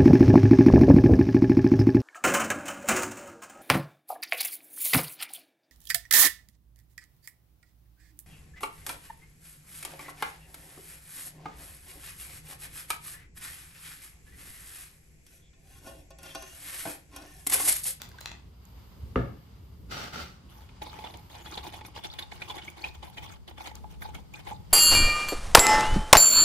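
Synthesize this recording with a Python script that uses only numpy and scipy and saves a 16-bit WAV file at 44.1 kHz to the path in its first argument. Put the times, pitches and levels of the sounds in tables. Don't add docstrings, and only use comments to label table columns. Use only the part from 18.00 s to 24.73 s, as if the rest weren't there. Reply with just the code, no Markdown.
import sys
import numpy as np
from scipy import signal
from scipy.fft import rfft, irfft, next_fast_len
from scipy.io import wavfile
from scipy.ndimage import uniform_filter1d

SR = 44100
rng = np.random.default_rng(int(sys.argv[2]) if len(sys.argv) > 2 else 0)


def int16_out(signal):
    q = np.round(np.clip(np.atleast_2d(signal).T, -1, 1) * 32767)
    wavfile.write(sys.argv[1], SR, q.astype(np.int16))


N = 296735

# f/Hz, level/dB, t60/s
CUP_WALL_MODES = [(355, -15, 0.012), (1480, -5.5, 0.0067), (2005, 1.5, 0.007), (2215, -4.5, 0.031),
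                  (2445, 1.5, 0.014), (3030, 3.5, 0.0061), (3320, -3.5, 0.016), (3448, -0.5, 0.022),
                  (3860, 1, 0.0067), (4410, -23, 0.1), (4540, -30, .01), (6770, -3.5, 0.0076)]
# t/s, length/s, level/dB
STICK_STROKES = [(2.499, 0.14, -59), (2.818, 0.06, -49), (2.915, 0.19, -52.5), (3.118, 0.077, -58.5),
                 (3.307, 0.12, -54), (3.444, 0.07, -51.5), (3.515, .079, -48), (3.636, 0.043, -45.5),
                 (3.725, 0.057, -48.5), (3.848, 0.018, -48.5), (3.953, 0.034, -47), (4.04, 0.0082, -42.5),
                 (4.122, .032, -57), (4.19, 0.019, -44), (4.318, .045, -51), (4.4, 0.046, -50),
                 (4.486, 0.029, -45), (4.554, .018, -46.5), (4.638, 0.021, -49.5), (4.682, 0.0243, -52),
                 (4.77, 0.12, -49), (4.941, 0.016, -54.5), (5.028, .022, -53), (5.068, 0.031, -56.5),
                 (5.131, 0.11, -56.5), (5.225, 0.023, -48.5), (5.289, 0.052, -55), (5.479, 0.014, -50.5),
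                 (5.582, 0.1, -47), (5.751, 0.0095, -51.5), (5.906, 0.016, -53.5), (6.011, 0.055, -49.5),
                 (6.145, 0.013, -48), (6.337, 0.064, -53.5), (6.452, 0.058, -49), (6.709, .028, -56)]


def amp(db):
    return 10 ** (np.asarray(db) / 20)


def rms_one(x):
    return x / np.sqrt(np.mean(x ** 2) + 1e-20)


def in_time(rows):
    return np.interp(np.arange(N) / SR, *np.transpose(rows))


def at_hz(points, hz):
    points_hz, values = np.transpose(points)
    return np.interp(np.log(hz), np.log(points_hz), values)


def drift(rate_hz):
    r = np.exp(-80 * np.pi * rate_hz / SR)
    slow = signal.lfilter([1], [1, -2 * r, r * r], rng.standard_normal(N // 40 + 2002))
    slow = rms_one(slow[2000:])
    return np.interp(np.arange(N) / 40, np.arange(len(slow)), slow)


def ring(clicks, hz, t60):
    r = amp(-60 / (t60 * SR))
    w = 2 * np.pi * hz / SR
    return signal.lfilter([0, np.sin(w)], [1, -2 * r * np.cos(w), r * r], clicks + 1e-18)


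def band_pass(x, low_hz, high_hz):
    return signal.sosfilt(signal.butter(2, [low_hz, high_hz], "band", fs=SR, output="sos"), x)


def bright(x, low_hz):
    return signal.sosfilt(signal.butter(2, low_hz, "high", fs=SR, output="sos"), x)


def coloured(x, spectrum):
    size = next_fast_len(N)
    hz = np.maximum(np.arange(size // 2 + 1) * SR / size, 1)
    return rms_one(irfft(rfft(x, size) * amp(at_hz(spectrum, hz)), size)[..., :N])


def patchy(x, edges_hz, spread_db, rate_hz):
    return sum(amp(spread_db * drift(rate_hz)) * band_pass(x, low, high)
               for low, high in zip(edges_hz, edges_hz[1:]))


def stereo_noise():
    # f/Hz, correlation
    likeness = [(40, 0.93), (120, 0.94), (300, 0.71), (800, 0.051), (3000, 0.2), (8000, -0.088),
                (14000, -0.34)]
    size = next_fast_len(N)
    mid, side = rfft(rng.standard_normal((2, size)))
    hz = np.maximum(np.arange(len(mid)) * SR / size, 1)
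    alike = np.clip(at_hz(likeness, hz), -1, 1)
    return irfft(np.sqrt(1 + alike) * mid + np.sqrt(1 - alike) * side * [[1], [-1]], size)[:, :N]


def grit(smooth):
    lumps = uniform_filter1d(1.0 * (rng.random(N) < .05), size=12)
    return rms_one(stereo_noise() * (lumps + smooth * lumps.mean()))


def stroke_shape(rows, rise_s, fall_db_s):
    t, power = np.arange(N) / SR, np.zeros(N)
    for s, length_s, db in rows:
        at = slice(round((s - .03) * SR), round((s + length_s + .3) * SR))
        before = np.maximum(s - t[at], 0)
        after = np.maximum(t[at] - s - length_s, 0)
        power[at] += amp(db - 10 * before / rise_s - fall_db_s * after) ** 2
    return np.sqrt(power)


def contact(length_s, alike, rise):
    t = np.arange(1800) / SR / max(length_s, 2e-4)
    both, left, right = rng.standard_normal((3, 1800))
    flurry = (alike * both + np.array([left, right])) * np.exp(-t) * (1 - np.exp(-t / rise))
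    return flurry / np.sqrt(np.mean(np.sum(flurry ** 2, axis=1)))


def cup_air(push):
    # f/Hz, level/dB, t60/s
    air_modes = [(782, -20, 0.19), (857.4, 4.5, 0.056), (919, -2, 0.046), (973, -15.5, 0.081)]
    return sum(amp(db) * ring(push, hz, t60) for hz, db, t60 in air_modes)


def blows(rows, modes, fall_db_octave, scatter_db, alike, rise, pan_db, slap_db):
    hz, level_db, t60 = np.transpose(modes)
    body = np.zeros((len(hz), 2, N + 1800))
    air, top, slap = np.zeros((3, 2, N + 1800))
    for s, db, centre_hz, air_db, top_db, length_s in rows:
        at = slice(round(s * SR), round(s * SR) + 1800)
        hit = contact(length_s, alike, rise) * amp(db + pan_db / 2 * np.array([[1], [-1]]))
        near_db = -np.minimum(fall_db_octave * abs(np.log2(hz / centre_hz)), 16)
        near_db = near_db + rng.normal(0, scatter_db, len(hz))
        body[:, :, at] += amp(level_db + near_db)[:, None, None] * hit
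        air[:, at] += amp(air_db) * hit
        top[:, at] += amp(top_db) * hit
        broad = signal.butter(1, [centre_hz / 2, centre_hz * 2], "band", fs=SR)
        slap[:, at] += amp(slap_db) * signal.lfilter(*broad, hit)
    ringing = sum(ring(push, f, decay) for push, f, decay in zip(body, hz, t60))
    return (ringing + cup_air(air) + bright(top, 8900) + slap)[:, :N]


def room_tone():
    # f/Hz, level/dB per Hz
    hum_colour, hiss_colour, top_colour = [(15, -55), (25, -24), (41, -11), (63, 3), (85, -3), (115, -7),
                                           (150, -11), (178, -9.5), (210, -15.5), (255, -18), (310, -22.5),
                                           (403, -21.5), (600, -31.5), (900, -49.5)], [(290, -47), (500, -7), (900, 1), (1130, -0.5),
                                                           (1700, -9.5), (2200, -7), (2500, -10.5),
                                                           (2850, -7), (4300, -11), (4870, -6.5),
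                                                           (5400, -15), (7000, -17), (9090, -21),
                                                           (12900, -46), (16000, -40)], [(8000, -42), (10500, -6),
                                                                         (12000, 13), (14500, 1),
                                                                         (16000, -9)]
    # t/s, level/dB
    hum_level, hiss_level, top_level = [(0, -49.5), (.58, -52), (1.1, -45.5), (1.45, -53.5), (1.63, -48.5),
                                        (4.8, -49.5), (6.73, -45)], [(0, -50), (.11, -61.5), (.25, -53), (.5, -69),
                                                              (.7, -61.5), (1.57, -64), (1.8, -67.5),
                                                              (2.35, -66), (3.0, -57.5), (3.5, -64),
                                                              (4.5, -58), (5.4, -67.5), (6.73, -62)], [(0, -67), (.45, -81),
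                                                                                  (.7, -67), (1.3, -72),
                                                                                  (1.8, -71.5), (2.4, -92),
                                                                                  (2.55, -60), (2.75, -87),
                                                                                  (3.0, -67), (3.6, -68),
                                                                                  (4.3, -100), (6.73, -80)]
    hum = amp(in_time(hum_level) + 1.5 * drift(3.4)) * coloured(stereo_noise(), hum_colour)
    top = amp(in_time(top_level) + 1.5 * drift(7.2)) * coloured(stereo_noise(), top_colour)
    hiss = amp(in_time(hiss_level) + 0.63 * drift(13)) * coloured(stereo_noise(), hiss_colour)
    return hum + top + hiss


def slide():
    # t/s, length/s, level/dB
    pushes = [(1.915, 0.12, -39), (2.135, .07, -40.5)]
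    # f/Hz, level/dB per Hz
    friction_colour = [(88, -26), (150, 2.5), (286, -2.5), (821, -4), (1020, -22), (1340, 6), (1660, 2.5),
                       (4670, -2.5), (7500, -11), (10000, -18), (11500, -15), (16000, -16)]
    # f/Hz, width/Hz, level/dB
    narrow_rings = [(900, 48, -3.5), (1420, 310, 6.5), (2120, 17, -6), (3090, 19, -6.5), (4710, 37, -4),
                    (5820, 24, -5)]
    rough = grit(smooth=3.0)
    rings = sum(amp(db) * rms_one(ring(rough, hz, np.log(1000) / np.pi / width))
                for hz, width, db in narrow_rings)
    shape = stroke_shape(pushes, rise_s=0.009, fall_db_s=129) * amp(0.58 * drift(33))
    return shape * (coloured(rough, friction_colour) + amp(-12) * rings)


def thud():
    # f/Hz, level/dB per Hz
    boom_colour = [(40, -10), (80, -6.5), (124, 1), (250, -2), (480, -1.5), (800, -20), (1300, -9),
                   (1800, -24), (2700, -37.5), (3850, -52), (8000, -59)]
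    # f/Hz, t60/s
    boom_t60 = [(50, 0.58), (130, 0.63), (350, 0.44), (920, 0.26), (2430, 0.61)]
    # f/Hz, level/dB, t60/s
    bench_modes = [(61.4, -23.5, 0.37), (122, -28, 0.24), (180, -28, 0.23), (251.3, -24.5, 0.26),
                   (390, -16, 0.023), (475, -22.5, 0.13), (1240, -15.5, 0.012), (2040, -28.5, 0.021),
                   (2780, -24.5, 0.012)]
    start_s, noise_db = 1.157, -5
    start, out = round(start_s * SR), np.zeros((2, N))
    t = np.arange(SR) / SR
    click = np.zeros(SR)
    click[60:75] = np.hanning(15) / 7
    boom = sum((-1) ** k * amp(db) * ring(click, hz, t60) for k, (hz, db, t60) in enumerate(bench_modes))
    white = stereo_noise()[:, :SR] * np.array([[amp(.7)], [amp(-.7)]])
    edges_hz = 35 * 2 ** np.arange(0, 8.1, 1 / 3)
    for low, high in zip(edges_hz, edges_hz[1:]):
        hz = np.sqrt(low * high)
        shape = (1 - np.exp(-t * hz / 0.31)) * amp(-60 * t / at_hz(boom_t60, hz))
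        boom = boom + amp(noise_db + at_hz(boom_colour, hz)) * band_pass(white * shape, low, high)
    out[:, start:start + SR] = bright(boom, 40)
    return out


def rim_clicks():
    # t/s, level/dB, centre f/Hz, treble level/dB relative
    clicks = [(0.0177, -30.5, 5770, 19), (0.09, -48.5, 7200, 21.5), (.116, -48, 2000, -9),
              (0.185, -46, 4000, 4), (.207, -47, 3500, 28), (.211, -36.5, 4000, -16),
              (.258, -26.5, 3400, 9), (0.276, -44.5, 3930, -12), (.316, -35.5, 2600, 4)]
    # f/Hz, level/dB, t60/s
    rim_modes = [(952, -8, 0.028), (1580, -24, 0.0099), (2070, -1, .012), (2700, -8, 0.0076),
                 (3580, -5, 0.017), (4140, 3.5, 0.01), (4860, 0.5, 0.0034), (5850, 0.5, .005),
                 (6780, -4, 0.007), (8360, -23, 0.0058)]
    air_db, touch_s = -37, 0.0013
    rows = [(s, db, hz, air_db, top_db, touch_s) for s, db, hz, top_db in clicks]
    return blows(rows, rim_modes, fall_db_octave=4.0, scatter_db=1.5, alike=2, rise=.2, pan_db=0, slap_db=9)


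def snaps():
    # t/s, level/dB
    film_snaps = [(0.653, -33), (2.8355, -38.5), (3.172, -26), (3.298, -36), (4.137, -28), (4.191, -27),
                  (4.6443, -34), (4.701, -27), (4.883, -30), (4.952, -33), (5.6727, -20.5), (5.7538, -17),
                  (6.147, -26), (6.2035, -39), (6.338, -27)]
    out = np.zeros((2, N + 1800))
    for s, db in film_snaps:
        out[:, round(s * SR):][:, :1800] += amp(db) * contact(0.001, alike=0.31, rise=0.26)
    return (bright(out, 5400) + amp(-10.0) * ring(out, 6970, 0.0038))[:, :N]


def squeaks():
    # t/s, level/dB, f/Hz at the height of the blip
    blips = [(.112, -56, 1580), (.1426, -46, 1005), (.185, -41, 1540), (2.929, -48, 1230),
             (3.4624, -40, 3345), (3.576, -34.5, 3610), (4.045, -34, 3440), (4.068, -45, 5660),
             (4.1, -39, 3470), (4.113, -43, 4440), (4.127, -44, 3840), (4.1853, -42, 3500),
             (4.224, -34, 3650), (4.418, -32, 2370), (4.501, -34, 1000), (4.616, -42.5, 3000),
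             (4.6788, -32, 2206), (4.819, -42, 4270), (4.8396, -23.5, 2433), (5.1796, -36.5, 3010),
             (5.224, -45, 2500), (6.021, -35, 1500), (6.1469, -49, 2300), (6.3395, -35.5, 2406)]
    peak_s, rasp_share = .0028, 0.28
    out, t = np.zeros((2, N + 900)), np.arange(900) / SR
    swell = t / peak_s * np.exp(1 - t / peak_s)
    for (s, db, hz), (turn, haste) in zip(blips, rng.standard_normal((len(blips), 2))):
        pitch = hz * (1 + (6.1 + 2.5 * haste) * (t - peak_s))
        phase = 2 * np.pi * np.cumsum(pitch) / SR + turn * np.array([[0], [1]])
        rasp = rms_one(ring(rng.standard_normal((2, 900)), hz * 1.16, 0.0063))
        out[:, round(s * SR):][:, :900] += amp(db) * (np.sin(phase) + rasp_share * rasp) * swell
    return out[:, :N]


def rubbing():
    # f/Hz, level/dB per Hz
    scrape_colour, swish_colour = [(150, -30), (350, 4), (580, -40), (1100, 2), (1740, -14.5),
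                                   (2400, -17.5), (3500, -2), (5300, -12.5), (7000, -23)], [(3000, -47), (6000, 5), (7000, -4.5), (9400, -5.5),
                                                       (11500, 1), (16000, -6.5)]
    # t/s, level/dB
    air_level = [(2.5, -6), (3.2, 3), (3.5, -6), (6.73, -3.5)]
    rough = grit(smooth=1.0) * amp(2.32 * drift(28.5))
    modes = rms_one(sum(amp(db + 4.0 * drift(11.4)) * ring(rough, hz, t60)
                        for hz, db, t60 in CUP_WALL_MODES))
    scrape = patchy(coloured(rough, scrape_colour), np.geomspace(150, 9000, num=9),
                    spread_db=3.5, rate_hz=28.2)
    wall = rms_one(amp(-5) * modes + scrape)
    swish = patchy(coloured(stereo_noise(), swish_colour), np.geomspace(3000, 18000, num=6),
                   spread_db=3.5, rate_hz=32.0)
    swish = swish * amp(3.1 * drift(35))
    air = amp(in_time(air_level)) * rms_one(cup_air(rough))
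    return (stroke_shape(STICK_STROKES, rise_s=0.0073, fall_db_s=294) * wall
            + stroke_shape(STICK_STROKES, rise_s=0.0033, fall_db_s=176) * air
            + amp(-6.5) * stroke_shape(STICK_STROKES, rise_s=0.0036, fall_db_s=380) * swish)


def stick_knocks():
    # t/s, level/dB, f/Hz of the wall modes struck most, cup air level/dB relative, length/ms
    clear_knocks = [(2.688, -51.5, 2420, -19, 5.2), (2.818, -35.5, 2980, -3.5, 4.1),
                    (2.863, -51.5, 2190, 13, 7.4), (2.987, -41, 2200, 1.5, 4.3),
                    (3.038, -37.5, 2920, 0, 10.6), (3.084, -55.5, 2230, 10.5, 3.7),
                    (3.138, -41.5, 3270, -4.5, 6.4), (3.299, -49, 2070, -6, 2.3),
                    (3.341, -41.5, 3360, -24, 8.5), (3.465, -39.5, 3330, -6, 10),
                    (3.573, -31, 3480, -5, 4.8), (3.65, -53.5, 3450, 13, 3.8), (3.735, -39, 3140, -2, 10),
                    (3.809, -42, 2270, -2, 4.5), (3.848, -40, 2420, -12, 4.2), (3.953, -49, 3270, -1, 24),
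                    (4.043, -31.5, 3674, -11, 6.3), (4.136, -39.5, 3910, -7, 4),
                    (4.187, -29, 3840, -37, 5.5), (4.227, -48, 3470, -6, 3.8),
                    (4.319, -34.5, 1920, -5.5, 3.2), (4.418, -30, 2583, -15, 4.4),
                    (4.499, -35, 3330, -12, 6.3), (4.542, -45.5, 1820, 7, 2.8),
                    (4.577, -28, 1860, -14, 9.5), (4.621, -45, 3154, -23, 3.9),
                    (4.679, -48, 2280, -24, 3.4), (4.841, -32, 2665, -4, 16), (4.946, -49, 3337, -20, 4.1),
                    (5.026, -41, 3320, 0.5, 7), (5.075, -48.5, 1570, 2, 4), (5.171, -35.5, 2180, -3.5, 9.9),
                    (5.226, -39, 2700, -12, 10.7), (5.477, -43, 3300, -4, 4.9),
                    (5.51, -45.5, 2175, -3, 2.8), (5.602, -46.5, 2210, 8.5, 6.6),
                    (5.655, -33, 2210, -15.5, 11.5), (5.713, -49, 2250, 5, 1.9),
                    (5.841, -53.5, 1360, 12.5, 2.75), (6.019, -30.5, 1560, -26, 4.6),
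                    (6.051, -48, 1555, 8.5, 3), (6.088, -57, 2460, 14, 2.2), (6.149, -43, 2300, -17, 3.1),
                    (6.185, -58.5, 2890, 10.5, 5.8), (6.34, -61, 2513, -30, 10),
                    (6.471, -39.5, 2090, 2, 4.2), (6.509, -43.5, 2160, 10.5, 7.9)]
    treble_db = 0
    taps_per_s, tap_air_db, tap_s = 25, -0.5, 0.0012
    over_rub_db, spread_db = 1.5, 2.5
    rows = [(s, db, hz, air_db, treble_db, ms / 1000) for s, db, hz, air_db, ms in clear_knocks]
    for s, length_s, db in STICK_STROKES:
        for when, chance, pitch, size in rng.random((4, 4)):
            if chance < taps_per_s * length_s / 4 and s + length_s < N / SR:
                tap_db = db + over_rub_db + spread_db * (2 * size - 1)
                tap_hz = 1500 + 2400 * pitch
                rows.append((s + when * length_s, tap_db, tap_hz, tap_air_db, treble_db, tap_s))
    return blows(rows, CUP_WALL_MODES, fall_db_octave=12.7, scatter_db=3.0, alike=0.73, rise=1.0,
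                 pan_db=-1.1, slap_db=-2.0)


def room(x):
    t60_s, wall_cut_hz = .36, 6000
    size = next_fast_len(N + SR // 2)
    w = 2 * np.pi * np.arange(size // 2 + 1) / size
    dull = 1 / np.sqrt(1 + (w * SR / (2 * np.pi * wall_cut_hz)) ** 2)
    answer = np.zeros((2, len(w)), complex)
    for k, lag in enumerate(rng.uniform(.008, .045, 24) * SR):
        loop = amp(-60 * lag / SR / t60_s) * dull ** (lag / 2000) * np.exp(-1j * w * round(lag))
        answer[k % 2] += loop / (1 - loop) * (-1) ** (k // 2)
    return irfft(rfft(x, size) * answer, size)[:, :N]


def scene():
    knocks = stick_knocks() + squeaks() + snaps()
    clicks = rim_clicks()
    wet = room(amp(-12.5) * clicks + amp(-24.5) * knocks)
    return room_tone() + clicks + knocks + wet + thud() + slide() + rubbing()


def out_of_step(x, step_rad):
    hz, s, cells = signal.stft(x, SR, nperseg=2048)
    slipping = s > 4
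    walk = np.cumsum(rng.standard_normal((24, len(s))) * slipping, axis=1) * step_rad
    place = np.clip(np.log2(np.maximum(hz, 1) / 40) * 2.6, 0, 23)
    phase = np.array([np.interp(place, np.arange(24), column) for column in walk.T]).T
    return signal.istft(cells * np.exp(1j * (phase + 2.35 * slipping)), SR, nperseg=2048)[1][:N]


def record(dry):
    pair = np.array([dry[0], out_of_step(dry[1], step_rad=0.61)])
    return signal.sosfilt(signal.cheby2(14, 70, 16450, fs=SR, output="sos"), pair)


dry = scene()
out = record(dry)
int16_out(out)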